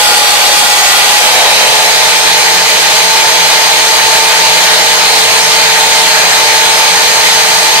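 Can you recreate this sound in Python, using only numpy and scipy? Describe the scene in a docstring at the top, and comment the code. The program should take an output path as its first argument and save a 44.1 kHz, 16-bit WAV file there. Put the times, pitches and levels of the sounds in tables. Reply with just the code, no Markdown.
"""A sliding miter saw finishes a cut in aluminium plate outdoors, close to the microphone, then runs free.
First the teeth tear off chips (shaped noise), blade and plate ring and squeal, and the load holds the motor
down. Then the last sliver parts and the blade slides out: ringing and tearing fade to a faint brush, the kerf
(the slot) roars and the motor climbs. Fan tone, gear whine, bearings (sines) and rushing air (noise) sound
throughout and are left nearly bare at the end. The microphone overloads, which flattens the peaks."""
import sys
import numpy as np
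from scipy import signal
from scipy.fft import rfft, irfft
from scipy.io import wavfile
from scipy.ndimage import uniform_filter1d

SR = 44100
rng = np.random.default_rng(int(sys.argv[2]) if len(sys.argv) > 2 else 0)


def transcribe(signal):
    """Save signal, clipped to [-1, 1], as a 16-bit WAV file at the path in sys.argv[1]."""
    frames = np.atleast_2d(signal).T
    limited = np.clip(frames, -1, 1)
    pcm = np.round(limited * 32767).astype(np.int16)
    wavfile.write(sys.argv[1], SR, pcm)


N = 343980
TIME = np.arange(N) / SR
BINS = np.fft.rfftfreq(N, 1 / SR)  # Hz
PINION_TEETH, GEAR_TEETH, BLADE_TEETH = 7, 36, 54
PATCHY_DB = 1.6  # depth of the flicker in the tearing and in the rush of air


# Tone colour of the tearing chips: pitch_hz, relative_level_db
CHIP_COLOUR = [(30, -29), (250, -16), (450, -6.5), (700, -1.5), (1050, -3.5), (1700, -5.5), (2400, -2.5),
               (4000, -3.5), (5600, -5), (7000, -8.5), (8500, -5), (9700, -10), (14500, -15.5),
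               (15100, -36)]
# Ringing of blade and plate: pitch_hz, width_hz, relative level deep_in_cut_db, relative level end_of_cut_db
BLADE_MODES = [(750, 14, -27, -25), (1178, 12, -30, -30), (1218, 12, -29, -29), (1255, 9, -32, -32),
               (1418, 8, -30, -30), (1463, 8, -32, -31), (1544, 8, -27, -31), (1920, 8, -28, -32),
               (1950, 7, -31, -35), (2270, 14, -29, -29), (2432, 14, -28, -27), (2647, 8, -29, -27),
               (2805, 9, -30, -29), (3005, 12, -30, -29), (3248, 12, -26, -24.5), (3317, 6, -28, -29),
               (3412, 18, -24.5, -28), (3562, 16, -25, -26), (3970, 50, -29, -30), (4388, 8, -27, -28),
               (4438, 10, -27, -27), (4660, 45, -24, -27), (4770, 10, -30, -29), (5015, 12, -29, -30),
               (5480, 50, -33, -32), (6370, 35, -32, -33), (6566, 10, -30, -26), (6965, 30, -34, -31),
               (7590, 30, -33, -32), (7850, 20, -32, -32), (7957, 18, -28, -27), (9020, 22, -31, -38),
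               (10595, 12, -34, -33), (10750, 220, -28, -31), (12050, 250, -32, -35), (12780, 25, -44, -40),
               (13450, 350, -34, -34), (14170, 30, -40, -37), (14500, 280, -33, -33)]
DEEP_S, SHALLOW_S = 0.35, 0.81  # the ring moves from deep-cut to end-of-cut levels between these times
BRUSH_RING = 0.14  # share of the ringing that stays while the teeth only brush the kerf


def cut(blade_turns):
    """Each tooth tears off a chip; the uneven bite keeps blade and plate ringing, on other modes as the cut ends."""
    teeth = 1 + 0.5 * np.cos(2 * np.pi * BLADE_TEETH * blade_turns)
    runout = 1 + 0.085 * np.cos(2 * np.pi * blade_turns)  # the blade runs slightly untrue
    chatter = gain_of(0.8 * drift(25))

    chips = rfft(turbulence(1.0) * teeth)
    chips = chips * gain_of(across(CHIP_COLOUR)) * reflections(strength_db=-7.5)
    tearing = patchy(irfft(chips, N), PATCHY_DB)

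    modes = np.array(BLADE_MODES)
    deep_ring = ringing(modes[:, [0, 1, 2]])
    shallow_ring = ringing(modes[:, [0, 1, 3]])
    progress = np.clip(ramp(DEEP_S, SHALLOW_S), 0.13, 1)  # some end-of-cut ring from the start
    ring = np.sqrt(1 - progress) * deep_ring + np.sqrt(progress) * shallow_ring

    held_ring = gain_of(0.4) * np.maximum(contact(), BRUSH_RING) * ring
    return runout * chatter * (gain_of(-10) * bite() * tearing + held_ring)


# Squeals of the rubbing blade, and one flare of the gear whine at 1.68 s:
# middle_s, half_length_s, pitch_hz, level_db, left_right_db
SQUEALS = [(.03, .09, 3317, -25, -1), (.11, .08, 1418, -25, 3), (.16, .05, 7957, -25, 3),
           (.38, .45, 4388, -22.5, -3), (.12, .12, 4610, -23.5, 0), (.47, .2, 4635, -23, 0),
           (.51, .09, 3562, -24, 2), (.53, .1, 6945, -27, 5), (.62, .42, 3317, -24, 1),
           (.66, .06, 1418, -26, 4), (.8, .13, 6566, -20, 4), (.79, .1, 6990, -26, 4),
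           (.93, .3, 1935, -21.5, 2), (.9, .1, 7957, -22.5, 3), (.93, .2, 12780, -34, 0),
           (.95, .08, 1418, -22, 5), (.97, .1, 2647, -26, 4), (1.15, .06, 6575, -25, 4),
           (1.52, .07, 746, -23, 0), (1.62, .05, 4010, -26, -2), (1.67, .07, 746, -22, 0),
           (1.68, .08, 6070, -25, -1), (1.92, .09, 4005, -20, -3), (2.17, .06, 2375, -23, 0)]


def squeals():
    """Squeals of the rubbing blade, some brief and some held through much of the cut, and one gear whine flare."""
    total = 0
    for middle, half, hz, db, tilt in SQUEALS:
        squeal = tone(hz * TIME, flutter=0.25, flutter_hz=25, tilt_db=tilt, lead=-hz / 5000)
        total = total + gain_of(db) * swell(middle, half, half) * squeal
    return total


# Ringing of the blade against the kerf wall on its way out: pitch_hz, width_hz, relative_level_db
GRAZE_MODES = [(682, 12, -24), (746, 5.4, -24.5), (1720, 35, -38), (2460, 280, -18.5), (3170, 150, -20.5),
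               (3860, 50, -18), (4400, 40, -33)]
EXIT_HUM_DB = -25.5  # level at the top of the exit swell


def grazes(blade_turns):
    """As the blade slides out it rings roughly on the kerf wall, and a low bearing tone grows to a hum."""
    hum = gain_of(EXIT_HUM_DB) * tone(6.15 * blade_turns, flutter=0.2, flutter_hz=9, tilt_db=0)
    return sliding_out() * (hum + ringing(GRAZE_MODES))


# Brief swells and dips of the fan tone: middle_s, half_length_s, gain_db
FAN_SWELLS = [(.87, .12, -3), (1.148, 0.11, 2.2), (1.63, .12, -1), (2.97, 0.11, -2), (4.45, 0.34, 2)]
# Hum at the motor speed, which emerges as the load lets go: time_s, level_db
SHAFT_HUM = [(0, -37.5), (1.3, -37), (1.55, -31), (1.85, -25), (2.02, -32), (2.7, -29), (5.7, -27.5),
             (7.8, -27.5)]
# Armature whine before load and flares: multiple_of_motor_speed, level_db, left_right_db
MOTOR_WHINE = [(9, -32, -6), (10, -24.5, -30), (11, -28.5, -24), (12, -29, -12), (18, -43, 2)]
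# Resonances of the motor housing: pitch_hz, width_hz, lift_db
HOUSING = [(5075, 25, 4.5), (5150, 85, 11.5), (5273, 22, 7.5)]
# Fan tone: level running free, gain under load, change as the blade exits, slow wander
FAN_DB, FAN_LOAD_DB, FAN_EXIT_DB, FAN_WANDER_DB = -20, 1.5, -1, 1.27


def motor(turns):
    """Fan tone, shaft hum, and armature whine that flares where it climbs through a housing resonance."""
    fan_db = FAN_DB + FAN_LOAD_DB * load() + FAN_EXIT_DB * sliding_out() + FAN_WANDER_DB * drift(1.4)
    for middle, half, db in FAN_SWELLS:
        fan_db = fan_db + db * swell(middle, half, half)
    # the fan sings at twice the motor speed
    fan = gain_of(fan_db) * tone(2 * turns, flutter=0.16, flutter_hz=30, tilt_db=-1.5, lead=0.4)

    hum_db = np.interp(TIME, *np.transpose(SHAFT_HUM))
    hum = gain_of(hum_db) * tone(turns, flutter=0.23, flutter_hz=18, tilt_db=-2.0)

    whine = 0
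    for multiple, db, tilt in MOTOR_WHINE:
        flare_db = 0
        for hz, width, lift in HOUSING:
            flare_db = flare_db + lift / (1 + ((multiple * speed() - hz) / width) ** 4)
        flutter = 0.25 + 0.03 * multiple  # higher tones are rougher
        voice = tone(multiple * turns, flutter, flutter_hz=9.3, tilt_db=tilt)
        whine = whine + gain_of(db + flare_db) * voice
    return fan + hum + whine * np.clip(1 - 0.87 * bite(), 0.1, 1)


# Blade wobble, then gear mesh and overtones with once-a-turn sidebands, before load and swell:
# multiple_of_blade_speed, level_db
GEAR_TONES = [(4, -39), (10, -33), (34, -32), (35, -31.5), (37, -33), (38, -35), (39, -37), (70, -43),
              (71, -35), (72, -29.5), (73, -26), (74, -27), (75, -43), (109, -44), (144, -49), (145, -38),
              (146, -41)]
WHINE_LOAD_DB = -9  # change of the gear sound under load
WHINE_SWELL_DB, WHINE_CREST_S, WHINE_PERIOD_S = 1.5, 3.3, 4  # slow swell: depth, time of a crest, period


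def gears(blade_turns):
    """The slightly eccentric gear sings at its mesh rate and sidebands, most clearly without load."""
    mesh = 0
    for multiple, db in GEAR_TONES:
        voice = tone(multiple * blade_turns, flutter=0.29, flutter_hz=8.6, tilt_db=-5.5, lead=-1.45)
        mesh = mesh + gain_of(db) * voice
    hum = tone(2 * blade_turns, flutter=0.3, flutter_hz=8, tilt_db=15)
    swell_db = WHINE_SWELL_DB * np.cos(2 * np.pi * (TIME - WHINE_CREST_S) / WHINE_PERIOD_S)
    return (gain_of(swell_db) * mesh + gain_of(-39.5) * hum) * gain_of(WHINE_LOAD_DB * load())


# Bearing tones before the gains below: multiple_of_blade_speed, level_db,
# slip_turns_per_s (wander of the blade speed as the balls slip)
BEARING_TONES = [(5.41, -40, .1), (6.15, -39, .1), (7.27, -35, .3), (7.77, -36, .3), (8.78, -37, .3),
                 (9.47, -35, .3), (23.1, -32.5, .5), (27.55, -29.5, .5), (42.83, -28.5, .06),
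                 (44.7, -32, .4), (46.3, -26, .35), (47.1, -26.5, .35), (48.4, -23.5, .4)]
BEARING_DB, BEARING_LOAD_DB = -2.5, -3.5  # gain running free, further change under load


def bearings(blade_turns):
    """The bearings sing between the shaft's multiples; slipping balls make the tones waver and cross."""
    song = 0
    for multiple, db, slip in BEARING_TONES:
        slipping_turns = blade_turns + np.cumsum(slip * drift(7)) / SR
        voice = tone(multiple * slipping_turns, flutter=0.45, flutter_hz=9, tilt_db=-1.5, lead=-multiple / 48)
        song = song + gain_of(db) * voice
    return gain_of(BEARING_DB + BEARING_LOAD_DB * load()) * song


# Tone colour of the rushing air: pitch_hz, relative_level_db
AIR_COLOUR = [(30, -27), (100, -16), (280, -15), (420, -12), (620, -4), (950, -2.5), (1350, -3),
              (1800, 1.5), (2800, -1), (4500, 1), (5600, -5), (9300, -7.5), (9700, -12), (13600, -18.5),
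              (15000, -21.5)]
# Hollows of guard and motor housing blown by the air: pitch_hz, width_hz, relative_level_db
HOLLOWS = [(119.8, 5, -42.5), (177, 9, -41.5), (490, 17, -33), (626.6, 29, -26.5), (738, 23, -29.5),
           (815.4, 15, -24.5), (839, 12, -32), (923, 20, -26.5), (1012, 21, -30), (1207, 31, -30),
           (1446, 35, -31.5), (1630, 26, -29), (1880, 150, -25.5), (2098, 25, -25.5), (2347, 32, -25),
           (2498, 30, -27), (3090, 64, -26.5), (3820, 60, -37), (4200, 150, -24.5), (4730, 150, -27.5),
           (6400, 350, -22), (12000, 440, -33)]
# Air squeezed through the kerf: level in the cut, level at the top of the exit swell
KERF_CUT_DB, KERF_EXIT_DB = -29, -18


def air():
    """Wind from blade and fan rushes, blows the hollows, and swells in the open kerf."""
    gusts = gain_of(0.3 * drift(12))
    wind = turbulence(gain_of(across(AIR_COLOUR)) * reflections())
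    rush = gain_of(-8.0) * patchy(wind, PATCHY_DB) + ringing(HOLLOWS)
    weaker_in_cut = np.sqrt(np.clip(1 - 0.75 * bite() ** 2, 0, 1))

    squeeze = np.hypot(gain_of(KERF_CUT_DB) * load(), gain_of(KERF_EXIT_DB) * sliding_out())
    # kerf resonances: pitch_hz, width_hz, relative_level_db
    kerf = squeeze * ringing([(585, 22, -8), (644, 12, -11.0), (823, 18, -11.0), (870, 120, -1.5)])
    return rush * gusts * weaker_in_cut + kerf


def reflections(strength_db=-12, count=14):
    """Table, fence and paving send back short echoes that ripple the spectrum at each port."""
    echoes = np.zeros((2, N))
    for port in echoes:
        delays_s = rng.uniform(0.003, 0.03, count)
        port[(SR * delays_s).astype(int)] = rng.choice([-1, 1], count)
    return 1 + gain_of(strength_db) * rfft(echoes) / np.sqrt(count)


LEAVING_S, CLEAR_S = 0.87, 2.36  # the teeth run out of the plate between these times


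def load():
    """1 while the teeth are in the plate, falling to 0 once they are clear."""
    return 1 - ramp(LEAVING_S, CLEAR_S)


BRUSH_TEARING = 0.42  # share of the bite that stays while the teeth only brush the kerf


def bite():
    """How hard the teeth bite: fully under load, a lighter brush afterwards."""
    return BRUSH_TEARING + (1 - BRUSH_TEARING) * load()


THINNING_S, THROUGH_S = 1.1, 1.5  # the last sliver thins and parts between these times


def contact():
    """1 while the plate holds the blade, falling to 0 once the last sliver is through."""
    return 1 - ramp(THINNING_S, THROUGH_S)


EXIT_S, EXIT_RISE_S, EXIT_FALL_S = 1.43, 0.24, 0.53  # top of the swell, quick rise, slower fall


def sliding_out():
    """The swell of the blade's way out through the open kerf."""
    return swell(EXIT_S, EXIT_RISE_S, EXIT_FALL_S)


LOADED_HZ, FREE_HZ = 418, 443.5  # motor turns per second in the cut and running free
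RELEASE_S, SPIN_UP_S = 1.14, 0.55  # when the load lets go, time constant of the climb


def speed():
    """Motor turns per second: held down by the cut, then settling towards free speed."""
    since_release = np.maximum(TIME - RELEASE_S, 0)
    return FREE_HZ - (FREE_HZ - LOADED_HZ) * np.exp(-since_release / SPIN_UP_S)


def ramp(start_s, end_s):
    """Goes from 0 to 1 between two times."""
    return np.clip((TIME - start_s) / (end_s - start_s), 0, 1)


def swell(top_s, rise_s, fall_s):
    """A bell of height 1 with its own rise and fall."""
    return np.exp(-((TIME - top_s) / np.where(TIME < top_s, rise_s, fall_s)) ** 2)


def gain_of(db):
    """Decibels to amplitude."""
    return 10 ** (np.asarray(db) / 20)


def evened(x):
    """Scales to rms 1 (average strength 1)."""
    return x / np.sqrt(np.mean(abs(x) ** 2) + 1e-20)


def across(rows):
    """Joins (pitch_hz, value) rows on a log-frequency axis."""
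    hz, value = np.transpose(rows)
    return np.interp(np.log(BINS + 1), np.log(hz + 1), value)


def drift(rate_hz):
    """Slow random motion of rms 1, drawn at a low rate."""
    times = np.linspace(0, N / SR, 4096)
    hz = np.fft.rfftfreq(len(times), times[1])
    smooth = irfft(rfft(rng.standard_normal(len(times))) / (1 + (hz / rate_hz) ** 4))
    return evened(np.interp(TIME, times, smooth))


def placed(tilt_db):
    """Left and right gains of mean power 1; a positive tilt makes the left louder."""
    pair = np.array([gain_of(tilt_db / 2), gain_of(-tilt_db / 2)]).reshape(2, -1)
    return pair / np.sqrt(np.mean(pair ** 2, 0))


def tone(turns, flutter, flutter_hz, tilt_db, lead=0.0):
    """A sine whose strength and phase flutter; the left leads by some radians."""
    wobble = evened(1 + flutter * (drift(flutter_hz) + 1j * drift(flutter_hz)))
    wave = np.exp(2j * np.pi * (turns + rng.random())) * wobble
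    return np.sqrt(2) * np.array([wave, wave * np.exp(-1j * lead)]).real * placed(tilt_db)


# How alike left and right noise are: pitch_hz, likeness (0 to 1)
LIKENESS = [(30, .05), (230, 0.052), (430, 0.91), (880, 0.67), (1250, 0.31), (2000, 0.33), (2900, 0.64),
            (4200, 0.28), (9000, 0.22)]
# How far the left leads the right: pitch_hz, lead_radians
LEFT_LEAD = [(400, 0), (900, 0.5), (1400, -1.4), (2500, -1.5), (4000, -2), (8000, -3.5)]
# Left against right: pitch_hz, left_right_db
STEREO_TILT = [(40, -8), (170, 14.5), (280, 5), (450, 0), (900, -0.5), (1200, 5), (2000, 0.5), (9000, 0.5),
               (10500, -2.5), (14000, -7)]


def turbulence(colour):
    """Coloured noise as the two microphone ports pick it up, scaled to rms 1."""
    left, other = rfft(rng.standard_normal((2, N)))
    same = np.clip(across(LIKENESS), 0, 1)
    right = (same * left + np.sqrt(1 - same ** 2) * other) * np.exp(-1j * across(LEFT_LEAD))
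    return evened(irfft(np.array([left, right]) * colour * placed(across(STEREO_TILT)), N))


def ringing(modes):
    """Resonances kept sounding by a random drive, each at its own level."""
    power = 0
    for hz, width, db in modes:
        power = power + gain_of(db) ** 2 / width / (1 + ((BINS - hz) / width) ** 2) ** 2
    total_gain = np.linalg.norm(gain_of([db for _, _, db in modes]))
    return total_gain * turbulence(np.sqrt(power))


def patchy(x, depth_db):
    """Bands of the noise flicker independently, in patches of some 700 Hz by 50 ms."""
    spectrum = signal.stft(x, nperseg=512)[2]
    field = rng.standard_normal(spectrum.shape[1:])
    field = uniform_filter1d(field, size=8, axis=0)  # smooth over pitch
    field = uniform_filter1d(field, size=9, axis=1)  # smooth over time
    flickering = spectrum * gain_of(depth_db * evened(field))
    return evened(signal.istft(flickering)[1][:, :N])


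def scene():
    """One shaft speed drives motor, gears, bearings and blade."""
    turns = np.cumsum(speed() + 0.15 * drift(4.9)) / SR
    blade_turns = turns * PINION_TEETH / GEAR_TEETH
    blade = cut(blade_turns) + squeals() + grazes(blade_turns)
    machine = motor(turns) + gears(blade_turns) + bearings(blade_turns) + air()
    return blade + machine


EDGE_HZ = 15750  # upper edge of the sound


def record(dry):
    """The overloaded input flattens the peaks; then a low-pass filter limits the band."""
    hot = dry * gain_of(1.0) * placed(-0.88)
    clipped = hot / (1 + (hot / 0.93) ** 12) ** (1 / 12)
    low_pass = signal.firwin(511, EDGE_HZ, window=("kaiser", 8), fs=SR)
    return signal.oaconvolve(clipped, low_pass[None], "same")


dry = scene()
out = record(dry)
transcribe(out)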